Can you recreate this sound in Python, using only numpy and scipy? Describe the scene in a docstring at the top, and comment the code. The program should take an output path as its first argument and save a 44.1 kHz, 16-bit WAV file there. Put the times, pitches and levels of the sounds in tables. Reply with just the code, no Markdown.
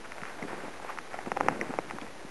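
"""Snowshoes plod through deep snow over a soft, steady wind. For the first second, powder rustles and
scuffs, packing down in dull jerks under light snaps. From about 1.3 s the weight comes on: crust and
bindings crack sharply, and the crunch swells around the loudest snap near 1.5 s. A few last snaps
follow, and after 2 s the snow settles. It is all heard from just above through a small camera,
whose coarse 8-bit sound input adds a gritty hiss."""
import sys
import numpy as np
from scipy import signal
from scipy.fft import rfft, irfft
from scipy.io import wavfile
from scipy.ndimage import uniform_filter1d

SR = 44100
rng = np.random.default_rng(int(sys.argv[2]) if len(sys.argv) > 2 else 0)


def int16_out(signal):
    """Quantize to a 16-bit WAV file."""
    q = np.round(np.clip(np.atleast_2d(signal).T, -1, 1) * 32767)
    wavfile.write(sys.argv[1], SR, q.astype(np.int16))


N = 101429

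# EQ curves of the wind, the rustle and the low crunch (frequency [Hz], relative level [dB])
WIND_EQ = [(20, -6), (60, -11), (150, -8), (400, 0), (900, -4), (2000, -8.5), (3800, -19)]
RUSTLE_EQ = [(150, -21.5), (400, -4), (750, -0.5), (1200, -5), (1600, -4), (2100, -5), (2800, -9.5),
             (3800, -20)]
CRUNCH_EQ = [(40, -37.5), (90, -11), (170, -4.5), (330, -1), (550, -9.5), (1200, -26.5)]
# fader moves of the snow bed (time [s], rustle level [dB], crunch level before trim [dB])
SNOW_FADERS = [(0.0, -48.5, -55), (0.158, -46, -58), (0.38, -42.5, -53), (0.538, -43.5, -47),
               (0.79, -45, -53), (1.08, -46, -56.5), (1.231, -43.5, -51), (1.32, -47, -49),
               (1.45, -41.5, -38.5), (1.58, -41.5, -42), (1.71, -42.5, -46), (2.14, -47.5, -53),
               (2.3, -52, -54.5)]
# brushes through the powder (time [s], length [s], level [dB], centre [Hz], width [Hz])
SCUFF_CUES = [(0.038, 0.025, -43.5, 1140, 2040), (0.23, 0.12, -46, 1380, 1750),
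              (0.419, 0.012, -38.5, 2140, 216), (0.481, 0.082, -44, 1114, 1800),
              (0.614, 0.085, -47.5, 988, 1300), (0.856, 0.094, -42, 1300, 2000),
              (.888, 0.019, -38, 1024, 399), (1.134, 0.025, -40.5, 1300, 1810),
              (1.257, 0.011, -38, 960, 1540), (1.359, 0.011, -40.5, 1180, 1500),
              (1.518, 0.024, -44, 700, 910), (1.69, 0.049, -48.5, 835, 1000)]
# snow packing under the deck (time [s], length [s], peak level [dB], pitch [Hz])
PACK_CUES = [(0.223, 0.0089, -33.5, 189), (0.368, 0.0072, -37, 283), (0.4225, 0.011, -30, 195),
             (.436, .008, -27.5, 318), (.448, 0.017, -28.5, 259), (0.5308, 0.017, -28, 325),
             (0.58, 0.011, -38, 191), (0.636, 0.025, -29, 276), (0.681, 0.0031, -29.5, 383),
             (1.271, 0.0093, -24.5, 277), (1.321, 0.01, -27, 261), (1.342, 0.036, -34.5, 330),
             (1.404, .008, -27.5, 272), (1.432, 0.015, -28, 306), (1.5, 0.028, -27.5, 330),
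             (1.549, 0.078, -34.5, 253), (1.593, 0.0052, -27, 271), (1.613, 0.022, -26, 348),
             (1.695, 0.016, -28, 198), (1.795, 0.015, -36, 167), (1.935, 0.02, -32, 214),
             (2.02, 0.03, -32, 222), (2.248, 0.005, -33, 222)]
# crust and binding snaps (time [s], peak before EQ [dB], centre [Hz], width [Hz], relative ring [dB])
SNAP_CUES = [(0.1201, -21, 1980, 1510, -10), (0.1817, -25.5, 1404, 1970, 7), (0.217, -24, 1800, 1210, -19),
             (0.2341, -21, 1420, 814, -13), (0.2532, -23, 1790, 1470, -18.5), (0.4831, -26, 1400, 1900, -7),
             (.5472, -27, 1230, 1800, -9), (0.799, -29.5, 780, 910, -4), (.825, -33.5, 816, 1170, -7),
             (0.8474, -25.5, 604, 606, -12), (0.8954, -24.5, 1000, 700, -18), (.9745, -24, 1260, 1190, 0),
             (0.9868, -16, 1450, 1510, -21.5), (1.1328, -28, 1570, 900, -15), (1.139, -27, 2070, 710, -15),
             (1.1419, -24.5, 678, 230, -7), (1.1873, -27, 757, 262, 1), (1.1887, -25, 1850, 680, -14),
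             (1.2618, -22.5, 1190, 1830, 3), (1.3176, -10.5, 933, 1760, -9), (1.3662, -21, 755, 376, -11.5),
             (1.3713, -13, 780, 1600, -3.5), (1.4036, -21, 1053, 1340, -9), (1.4084, -8, 880, 1120, -5),
             (1.4622, -22.5, 378, 291, -21), (1.4848, -3, 1010, 1680, -6), (1.4871, -24, 1180, 1370, -12.5),
             (1.612, -14, 2010, 556, -17.5), (1.7386, -20.5, 650, 924, -21), (1.7874, -13, 540, 626, -16),
             (1.788, -20, 2120, 1020, -24), (1.8996, -24.5, 1950, 1470, -21), (1.9094, -17, 1390, 2200, -6),
             (1.985, -21.5, 1150, 890, -27), (2.013, -19.5, 3380, 350, -33), (2.014, -30.5, 2340, 396, -21)]
# ringing modes of the snowshoe (frequency [Hz], time to fall 60 dB [s], relative level [dB])
SHOE_MODES = [(330, 0.018, -1), (511, 0.046, -9), (787, 0.015, 3.5), (1300, 0.0096, -7), (1842, 0.0039, 3)]
# EQ dips that make the snaps sound hollow (centre [Hz], width [Hz], depth [0-1])
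HOLLOW_DIPS = [(621, 120, 0.2), (1619, 160, .85), (2328, 250, .25)]

WIND_DB, GUST_DB = -53, 1
GRAINS_PER_S, GRAIN_SPREAD_DB, FLUTTER_DB, CRUNCH_TRIM_DB = 2100, 2, 1.85, 0.5
JERK_GAP_S, JERK_FADE_DB, JERK_SPREAD_OCTAVES = 0.0069, -7.5, 0.15
SNAP_LOW_CUT_HZ, MIC_LOW_CUT_HZ, CONVERTER_HIGH_CUT_HZ = 215.7, 103.1, 2811
CONVERTER_HZ, CONVERTER_STEP, OUTPUT_HIGH_CUT_HZ = 7885, 1 / 128, 11500


def undb(db):
    """Decibels to gain."""
    return 10 ** (np.asarray(db) / 20)


def unit(x):
    """Scale to rms 1."""
    return x / np.sqrt(np.mean(x ** 2) + 1e-18)


def add(out, at, x):
    """Mix a short sound in at a time in seconds."""
    i = int(at * SR)
    out[i:i + len(x)] += x[:len(out) - i]


def band(x, hz, width_hz):
    """One resonance, gain 1 at its centre."""
    g, k = np.tan(np.pi * hz / SR), width_hz / hz
    return signal.lfilter([k * g, 0, -k * g], [1 + k * g + g * g, 2 * g * g - 2, 1 - k * g + g * g], x)


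def low_cut(x, hz):
    """Roll off the bass at 12 dB per octave."""
    return signal.sosfilt(signal.butter(2, hz, "high", fs=SR, output="sos"), x)


def colour(x, curve):
    """Shape a sound with an EQ curve, at rms 1."""
    hz, db = np.array(curve, float).T
    bins_hz = np.maximum(np.fft.rfftfreq(len(x), 1 / SR), 1)
    gain = undb(np.interp(np.log(bins_hz), np.log(hz), db))
    return unit(irfft(rfft(x) * gain, len(x)))


def drift(rate_hz):
    """A random modulator that glides from value to value, at rms 1."""
    hold = int(SR / rate_hz)
    stairs = rng.standard_normal(256)[np.arange(N) // hold % 256]
    return unit(uniform_filter1d(stairs, hold))


def wind():
    """Soft wind with slight gusts."""
    return colour(rng.standard_normal(N), WIND_EQ) * undb(WIND_DB + GUST_DB * drift(rate_hz=3.1))


def grains():
    """Countless tiny fractures of snow crystals, a few much larger than the rest."""
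    hits = rng.random(N) < GRAINS_PER_S / SR
    polarity = np.sign(rng.standard_normal(N))
    size_db = GRAIN_SPREAD_DB * np.minimum(rng.exponential(size=N), 5)
    return unit(hits * polarity * undb(size_db))


def snow_bed():
    """Loose snow rustles and crunches all through the stride, both layers fluttering together."""
    t = np.arange(N) / SR
    at, rustle_db, crunch_db = np.array(SNOW_FADERS).T
    flutter_db = FLUTTER_DB * drift(rate_hz=45)
    rustle = colour(grains(), RUSTLE_EQ) * undb(np.interp(t, at, rustle_db) + flutter_db)
    crunch = colour(grains(), CRUNCH_EQ) * undb(np.interp(t, at, crunch_db) + flutter_db)
    return rustle + undb(CRUNCH_TRIM_DB) * crunch


def scuffs():
    """Short swells of grains as the frame or a trouser leg brushes the powder."""
    out, t = np.zeros(N), np.arange(N) / SR
    for at, length, db, hz, width_hz in SCUFF_CUES:
        swell = np.interp(t, [at, at + 0.51 * length, at + length], [0, 1, 0])
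        powder = grains() * np.sqrt(swell)
        brush = band(band(powder, hz, width_hz), hz, 2 * width_hz)
        rms = np.sqrt(np.sum(brush ** 2) / (length * SR) + 1e-18)
        out += undb(db) * brush / rms
    return out


def packing():
    """Snow gives way in a few uneven jerks, each a dull knock of its own pitch, with some grit."""
    out, crystals = np.zeros(N), grains()
    tap = signal.unit_impulse(SR // 8)
    grit_gain = undb(-9) / np.sqrt(JERK_GAP_S * SR)  # tucks the grit under the knocks
    for at, length, db, hz in PACK_CUES:
        jerks = np.zeros(len(tap))
        timing, accents, bends = rng.standard_normal((12, 3)).T
        gaps = JERK_GAP_S * np.exp(0.45 * timing)
        for onset, accent, bend in zip(np.cumsum(gaps) - gaps[0], accents, bends):
            if onset < length:
                knock = band(tap, hz * 2 ** (JERK_SPREAD_OCTAVES * bend), width_hz=0.71 * hz)
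                add(jerks, onset, undb(JERK_FADE_DB * onset / length + 2 * accent) * knock)
        start, count = int(at * SR), int(length * SR)
        grit = np.pad(crystals[start:start + count], (0, SR // 50))  # room for the filter's tail
        add(jerks, 0, grit_gain * band(grit, hz, 2 * hz))
        thud = band(jerks, hz, 2 * hz)
        add(out, at, undb(db) * thud / np.abs(thud).max())
    return out


def snaps():
    """Crust and bindings snap in a few heavily damped swings that set the hollow snowshoe ringing."""
    out, t = np.zeros(N), np.arange(2048) / SR
    shoe = sum(undb(db - 60 * t / t60) * np.cos(2 * np.pi * hz * t) for hz, t60, db in SHOE_MODES)
    click = low_cut(signal.unit_impulse(len(t)), SNAP_LOW_CUT_HZ)
    for at, db, hz, width_hz, ring_db in SNAP_CUES:
        crack = band(band(click, hz, width_hz), hz, 1.3 * width_hz)
        ring = signal.fftconvolve(crack, shoe)[:len(t)]
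        snap = crack / np.abs(crack).max() + undb(ring_db) * ring / np.abs(ring).max()
        add(out, at, undb(db) * snap / np.abs(snap).max())
    for hz, width_hz, depth in HOLLOW_DIPS:
        out -= depth * band(out, hz, width_hz)
    return out


def scene():
    """The footsteps, thinned in the bass by one small microphone, sit on the snow bed and the wind."""
    footsteps = low_cut(snaps() + packing() + scuffs(), MIC_LOW_CUT_HZ)
    return np.tile(footsteps + snow_bed() + wind(), (2, 1))


def record(dry):
    """The camera dulls the sound and stores it in mono, at a low rate and in coarse steps, which hiss."""
    dull = signal.sosfilt(signal.butter(10, CONVERTER_HIGH_CUT_HZ, fs=SR, output="sos"), dry.mean(axis=0))
    ticks = np.arange(0, N, SR / CONVERTER_HZ)
    stored = np.floor(np.interp(ticks, np.arange(N), dull) / CONVERTER_STEP)
    crushed = CONVERTER_STEP * np.floor(np.interp(np.arange(N), ticks, stored))
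    high_cut = signal.ellip(10, .2, 70, OUTPUT_HIGH_CUT_HZ, fs=SR, output="sos")
    return np.tile(signal.sosfilt(high_cut, crushed), (2, 1))


dry = scene()
out = record(dry)
int16_out(out)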